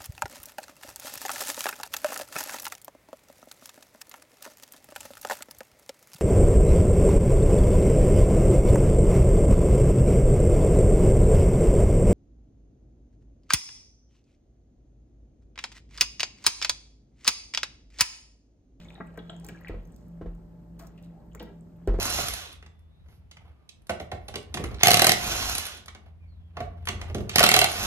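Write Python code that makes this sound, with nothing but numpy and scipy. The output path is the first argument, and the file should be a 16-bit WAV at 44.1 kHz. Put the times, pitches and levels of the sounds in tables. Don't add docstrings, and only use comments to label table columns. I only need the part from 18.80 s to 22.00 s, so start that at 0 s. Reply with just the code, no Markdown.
import sys
import numpy as np
from scipy import signal
from scipy.fft import rfft, irfft, next_fast_len
from scipy.io import wavfile
from scipy.ndimage import uniform_filter1d

SR = 44100
rng = np.random.default_rng(int(sys.argv[2]) if len(sys.argv) > 2 else 0)


def master_out(mix):
    frames = np.transpose(np.atleast_2d(mix))
    ceiling = np.clip(frames, -1, 1)
    pcm = np.round(ceiling * 32767).astype(np.int16)
    wavfile.write(sys.argv[1], SR, pcm)


def makeup_ratio(level_db):
    decades = np.asarray(level_db, float) / 20
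    return 10 ** decades


N = 141120

# [f/Hz, level/dB]
RUMBLE = [(41, -39), (80, -1.5), (174, -7.5), (216, -4), (588, -18.5), (1500, -35.5), (1950, -101),
          (3300, -120)]
# [f/Hz, level/dB]
HISS = [(1500, -4), (2700, -22.5), (4500, -18), (8800, -20.5), (10500, -22), (12200, -20.5), (14000, -22.5),
        (15300, -25)]
# [f/Hz, likeness 0 to 1]
LIKENESS = [(60, 0.78), (240, 0.78), (950, 0.19), (3770, 0.023), (6200, 0.12), (8500, 0.54), (9800, 0.98),
            (14000, .995)]
# [f/Hz, phase/rad]
LEFT_LEAD = [(1000, 0), (1700, -.9), (3100, 1.6), (5800, 2.8), (6600, .7), (10600, -3.14), (13600, -6.28),
             (16000, -8.6)]
# [f/Hz, level/dB]
LEFT_LEAN = [(250, -0.5), (800, 3.5), (2500, 5), (5000, -6), (9000, 1), (12000, 0.5)]
# [f/Hz, t60/s]
ROOM_DECAY = [(200, 0.38), (1000, 0.41), (3000, 0.44), (9000, 0.083)]
# [f/Hz, width/Hz, level/dB]
HUM_LINES = [(36.6, 6.5, -64.5), (54.7, 4.8, -52), (120.3, 2.9, -65.5), (168.94, 12.4, -48.5),
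             (596.5, 15, -70), (861, 30, -77.5)]
# [t/s, knock level/dB, sway level/dB]
BUMPS = [
    (.896, -21.5, -29),
    (.941, -25.5, -34),
    (1.412, -23, -34.5),
    (1.459, -26, -30),
    (3.075, -10.5, -12),
    (3.0925, -20, -38),
    (3.141, -18, -38),
    (3.188, -14, -60),
]
# [f/Hz, level/dB, t60/s]
TABLE_TONES = [(92.6, -0.5, 0.21), (214.3, -0.5, 0.13), (362, 1.5, 0.099), (430, 9.5, 0.024),
               (437.5, -10.5, 0.095), (505.4, -3, 0.082), (650, -6, 0.092), (1010, -21.5, 0.16),
               (1050, -25.5, 0.048)]
# [t/s, peak level/dB, brightness/dB]
CRACKLES = [(0.034, -64.5, -2), (0.083, -69, 3), (0.1002, -59, -1), (0.1436, -60.5, -7), (0.2654, -61, 4),
            (0.3416, -64.5, -7), (1.0301, -67, 13), (1.053, -63, 6), (1.1214, -63, 4), (1.282, -63, 4),
            (1.55, -63.5, 1), (2.1774, -66, -2), (2.461, -70, 8), (2.9652, -62.5, 14), (0.3744, -47.5, 4),
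            (0.598, -54, -3), (0.6459, -40, 2.5), (0.6649, -45, 18), (0.686, -39.5, 1.5), (0.8102, -53, 9),
            (0.8827, -47.5, 4.5), (1.0733, -58.5, 5), (1.162, -53.5, 2.5), (1.9955, -47.5, 4.5),
            (2.069, -49, 1.5), (2.2254, -57, 2.5), (2.5488, -43, 4.5), (2.6268, -42, 30),
            (3.0742, -43.5, -2), (3.1974, -46, 7)]
# [f/Hz, level/dB]
CRACKLE_COLOUR = [(2060, -27.5), (3500, -6), (5530, -1.5), (7130, -1.5), (8740, 1.5), (10600, 0),
                  (12500, -6.5), (16000, -4.5)]
# [t/s, peak level/dB, centre f/Hz, ring/s]
GULPS = [(0.178, -41, 760, 0.023), (.202, -30.5, 243, 0.028), (0.206, -28, 1147, 0.0073),
         (.343, -51, 600, .01), (0.3742, -32, 422, 0.036), (0.494, -36.5, 670, 0.11),
         (.65, -42.5, 333, 0.058), (0.687, -37, 344, 0.078), (1.996, -44.5, 650, 0.22),
         (2.551, -40.5, 415, 0.022), (2.603, -34.5, 467, 0.052), (2.623, -41, 920, 0.0091),
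         (3.013, -57, 500, 0.022), (2.666, -43.5, 384, 0.18)]
# [f/Hz, width/Hz, level/dB]
BOTTLE_TONES = [(199, 38, 11), (309, 68, 5.5), (403, 35, -3.5), (650, 83, 0.5), (850, 33, -1),
                (1325, 33, -5), (1600, 64, -4), (1930, 59, -8), (2326, 69, -12.5)]
# [t/s, level/dB]
SPRAY_LEVEL = [(0, -74.5), (.15, -80.5), (.2, -89), (.62, -78), (.7, -68), (.9, -90), (1.2, -78.5),
               (1.4, -90), (1.98, -105), (2.0, -71), (2.08, -77), (2.12, -99), (2.22, -91), (2.24, -81),
               (2.3, -117), (2.55, -93), (2.7, -89), (3.2, -91)]
# [t/s, peak level/dB, centre f/Hz, length/s]
SPLASHES = [(1.99, -57.5, 12500, 0.034), (2.243, -67, 9000, 0.014), (2.638, -70, 12900, 0.028),
            (3.185, -55, 5270, 0.0088), (1.996, -61.5, 1490, 0.021), (2.602, -63, 3800, 0.05),
            (0.338, -54, 700, 0.0052), (.0, -61, 2920, 0.053), (0.357, -63, 1530, 0.0068),
            (0.374, -45.5, 1230, 0.011), (0.642, -57.5, 4300, 0.0063), (0.685, -47, 2370, 0.012),
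            (0.882, -46.5, 2600, 0.0088), (1.992, -57, 1050, 0.066), (1.993, -46, 5340, 0.0042),
            (2.175, -62.5, 2420, 0.019), (2.234, -59.5, 3150, 0.014), (2.547, -46.5, 1120, 0.0079),
            (2.595, -49.5, 3160, 0.016), (2.599, -58, 1380, 0.013), (3.134, -60.5, 3950, 0.028)]
# [t/s, peak level/dB, f/Hz, cycles]
BUBBLES = [(0.0127, -57, 1930, 19), (0.0528, -55.5, 2190, 20), (0.0845, -47.5, 3560, 36),
           (0.105, -40, 2490, 3.7), (0.1533, -44, 3750, 13), (0.1575, -51, 1810, 7.9),
           (0.2094, -42.5, 1940, 22), (0.3891, -43.5, 3335, 33), (0.39, -42.5, 3720, 12),
           (0.4967, -33.5, 3145, 13.5), (0.496, -39.5, 3390, 5.5), (0.499, -40, 3020, 12),
           (0.499, -37.5, 1420, 3.3), (0.6906, -41.5, 1620, 11), (0.7456, -49, 1640, 31),
           (0.7735, -52, 2350, 13), (0.814, -51, 1900, 13), (0.8474, -36.5, 1910, 6.8),
           (0.862, -47, 1600, 11), (0.8721, -39.5, 2395, 19), (0.8855, -36.5, 1890, 7.8),
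           (2.1783, -53, 2770, 8), (2.5157, -62, 3250, 12), (2.522, -59, 3000, 10),
           (2.572, -55.5, 2170, 27), (2.604, -43, 2780, 8)]
# [t/s, peak level/dB, f/Hz]
FIZZ = [(0.0476, -55.5, 6700), (0.125, -61, 7100), (0.1424, -67, 8360), (0.2723, -57.5, 8100),
        (0.5015, -46, 7540), (0.565, -51, 7340), (0.599, -51, 9000), (0.6658, -39.5, 7340),
        (0.6806, -56, 7500), (0.7615, -59.5, 6020), (0.837, -61, 6660), (1.053, -60, 6300),
        (1.122, -58, 8440), (1.1443, -61, 6360), (2.0725, -55, 6800), (2.533, -58, 7140),
        (2.55, -43.5, 7100), (2.809, -56.5, 8260)]
# [t/s, level/dB]
STREAM_LEVEL = [(0, -65.5), (.17, -60.5), (.3, -66.5), (.72, -64), (.9, -60), (1.05, -72.5), (1.95, -79.5),
                (2.049, -70), (2.621, -80.5), (2.8, -80.5), (3.2, -68)]

FILL_START_S, FILL_END_S = 2.26, 2.5
FIZZ_CYCLES = 20
ROOM_DB, BUMP_ROOM_DB = -8.5, -8


def evened(x):
    return x / np.sqrt(np.mean(x ** 2) + 1e-20)


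def read(points, hz):
    f, value = np.transpose(points)
    return np.interp(np.log(hz + 1), np.log(f + 1), value)


def level_curve(points):
    s, db = np.transpose(points)
    return makeup_ratio(np.interp(np.arange(N) / SR, s, db))


def add(mix, s, sound):
    part = mix[max(round(s * SR), 0):][:len(sound)]
    part += sound[:len(part)]


def resonate(x, hz, width):
    turn = np.exp(2j * np.pi * np.cumsum(hz * np.ones(len(x))) / SR)
    r = np.exp(-np.pi * width / SR)
    return 2 * (turn * signal.lfilter([1 - r], [1, -r], x / turn)).real


def resonate_twice(x, hz, width, second_width):
    return resonate(resonate(x, hz, width), hz, second_width)


def noise_pair(shape, size, count):
    frames = count * 4 // size + 6
    hz = np.fft.rfftfreq(size, 1 / SR)[:, None]
    a, b, c, d = rng.standard_normal((frames, len(hz), 4)).T
    same = np.clip(read(LIKENESS, hz), -1, 1)
    left = a + 1j * b
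    right = same * left + np.sqrt(1 - same ** 2) * (c + 1j * d)
    sides = np.array([1, -1])[:, None, None]
    z = np.array([left, right]) * np.exp(.5j * read(LEFT_LEAD, hz) * sides)
    z = z * shape(hz, np.arange(frames) * size / 4 / SR)
    return evened(signal.istft(z, nperseg=size, noverlap=size * 3 // 4)[1][:, :count])


def room_air():
    low = noise_pair(lambda hz, s: makeup_ratio(read(RUMBLE, hz) - 60 * (hz > 1500)), size=2048, count=N)
    high = noise_pair(lambda hz, s: makeup_ratio(read(HISS, hz) - 60 * ((hz <= 1500) | (hz > 15300))),
                      size=1024, count=N)
    return makeup_ratio(-54) * low + makeup_ratio(-78.5) * high


def hum():
    throb_per_s, dip_s, depth = 1.957, 0.27, 0.37
    t = np.arange(N) / SR
    throb = 1 - depth * np.cos(np.pi * throb_per_s * (t - dip_s)) ** 4
    out = np.zeros(N)
    for hz, width, db in HUM_LINES:
        wavering = resonate_twice(rng.standard_normal(N), hz, width, width)
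        steady = 2.74 * np.sqrt(width / SR) * np.sin(2 * np.pi * hz * t)
        out += makeup_ratio(db) * (throb if hz < 80 else 1) * evened(wavering + steady)
    return out


def room(x):
    tail = noise_pair(lambda hz, s: makeup_ratio(-60 * s / read(ROOM_DECAY, hz)), size=256, count=SR // 2)
    tail = tail * np.clip(np.arange(SR // 2) / SR / 0.0015 - .4, 0, 1)
    return signal.fftconvolve(x[None], tail / np.linalg.norm(tail[0]), axes=1)[:, :N]


def ports(x):
    size = next_fast_len(N + 2048)
    hz = np.fft.rfftfreq(size, 1 / SR)
    half = makeup_ratio(read(LEFT_LEAN, hz) / 2) * np.exp(.5j * read(LEFT_LEAD, hz))
    return irfft(rfft(x, size) * np.array([half, 1 / half]), size)[:, :N]


def bump(db, sway_db):
    rattle_db, rattle_hz, rattle_s = -29.5, 950, 0.022
    sway_hz, sway_t60, sway_rise_s = 42, 0.45, .016
    t = np.arange(SR // 2) / SR
    knock = np.zeros(len(t))
    for f, d, t60 in TABLE_TONES:
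        pitch = f * rng.uniform(0.88, 1.03)
        knock -= makeup_ratio(d - 60 * t / t60) * np.sin(2 * np.pi * pitch * t)
    rattle = evened(resonate_twice(rng.standard_normal(len(t)), rattle_hz, 820, 1600))
    rattle = rattle * np.exp(-t / rattle_s)
    knock = makeup_ratio(db) * (knock / abs(knock).max() + makeup_ratio(rattle_db) * rattle)
    knock = knock * np.minimum(t / .0015, 1)
    rise = 1 - np.exp(-(t / sway_rise_s) ** 2)
    sway = rise * makeup_ratio(sway_db - 60 * t / sway_t60) * np.sin(2 * np.pi * sway_hz * t + 1.1)
    return knock, sway


def crackle(db, bright_db):
    rise_s, length_s = 0.00048, 0.0056
    t, hz = np.arange(2048) / SR, np.fft.rfftfreq(2048, 1 / SR)
    colour = read(CRACKLE_COLOUR, hz) + bright_db * np.where(hz > 10500, 1, -1)
    burst = evened(irfft(rfft(rng.standard_normal(2048)) * makeup_ratio(colour)))
    return makeup_ratio(db) * burst * np.minimum(t / rise_s, 1) * np.exp(-t / length_s * 2)


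def gulp(db, hz, ring):
    t = np.arange(4000) / SR
    sign = rng.choice([-1., 1.], 4000)
    puff = sign * ((rng.random(4000) < .008) | (t == 0)) * np.exp(-t / ring * 4)
    puff = uniform_filter1d(uniform_filter1d(puff, size=7), size=9)
    bend = rng.uniform(.94, 1.06)
    wall = sum(makeup_ratio(d) * resonate_twice(puff, f * bend, w, 3 * w) for f, w, d in BOTTLE_TONES)
    air = resonate_twice(puff, hz, 0.15 * hz, 0.15 * hz)
    sound = evened(air) + 1.63 * evened(wall)
    return makeup_ratio(db) * sound / abs(sound).max()


def filling():
    low_hz, high_hz = 640, 950
    u = np.linspace(0, 1, round((FILL_END_S - FILL_START_S) * SR))
    hz = low_hz + (high_hz - low_hz) * u
    ring = resonate_twice(rng.standard_normal(len(u)), hz, 140, 140)
    return makeup_ratio(-65.5) * np.sin(np.pi * u) * evened(ring)


def spray():
    drops_per_s, hz, width_hz = 2600, 6480, 5400
    drops = (rng.random(N) < drops_per_s / SR) * rng.standard_normal(N)
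    drops = drops + 0.11 * rng.standard_normal(N)
    cloud = resonate_twice(drops, hz, width_hz, width_hz)
    return evened(cloud) * level_curve(SPRAY_LEVEL)


def splash(db, hz, length):
    t = np.arange(8000) / SR
    drops = rng.standard_normal(8000) * (.2 + 3 * (rng.random(8000) < .015))
    cloud = evened(resonate_twice(drops, hz, 0.86 * hz, 0.86 * hz))
    return makeup_ratio(db) * cloud * np.minimum(t / 0.0015, 1) * np.exp(-t / length)


def bubble(db, hz, cycles):
    ring, glide, roughness_rad = .6, .008, .65
    u = np.arange(round(3 * cycles * SR / hz)) * hz / SR / cycles
    shape = (1 - np.exp(-(u / 0.084) ** 2)) * np.exp(-u / ring)
    smooth = round(4 * SR / hz)
    wobble = uniform_filter1d(uniform_filter1d(rng.standard_normal(4096), smooth), smooth)
    wobble = roughness_rad * evened(wobble)[:len(u)]
    tone = np.sin(2 * np.pi * cycles * u * (1 + glide * (u - .5)) + wobble)
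    return makeup_ratio(db) * shape / shape.max() * tone


def trickle():
    bubbles_per_s, spread_db, tilt_db, cycles = 1100, 3.2, -0.5, 7
    strength = makeup_ratio(spread_db * np.minimum(rng.exponential(1, N), 4))
    hit = (rng.random(N) < bubbles_per_s / SR) * strength
    kind, out = rng.integers(0, 30, N), np.zeros(N)
    for k, hz in enumerate(np.geomspace(492, 4300, 30)):
        one = bubble(tilt_db * np.log2(hz / 2000), hz, cycles)
        out += signal.oaconvolve(hit * (kind == k), one)[:N]
    return evened(out) * level_curve(STREAM_LEVEL)


def scene():
    near, knocks, sways = trickle() + spray(), np.zeros(N), np.zeros(N)
    add(near, FILL_START_S, filling())
    for s, *row in BUBBLES:
        add(near, s, bubble(*row))
    for s, *row in SPLASHES:
        add(near, s, splash(*row))
    for s, db, hz in FIZZ:
        add(near, s, bubble(db, hz, FIZZ_CYCLES))
    for s, *row in CRACKLES:
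        add(near, s, crackle(*row))
    for s, *row in GULPS:
        add(near, s, gulp(*row))
    for s, *row in BUMPS:
        knock, sway = bump(*row)
        add(knocks, s, knock)
        add(sways, s, sway)
    wet = room(makeup_ratio(ROOM_DB) * near + makeup_ratio(BUMP_ROOM_DB) * knocks)
    return ports(near) + knocks + wet + sways + hum() + room_air()


def roll_off(x):
    return signal.sosfilt(signal.butter(12, 16490, fs=SR, output="sos"), x)


def record(dry):
    edge = signal.firwin(255, 15900, fs=SR)
    mix = signal.oaconvolve(dry, edge[None], "same")
    return roll_off(mix)


dry = scene()
out = record(dry)
master_out(out)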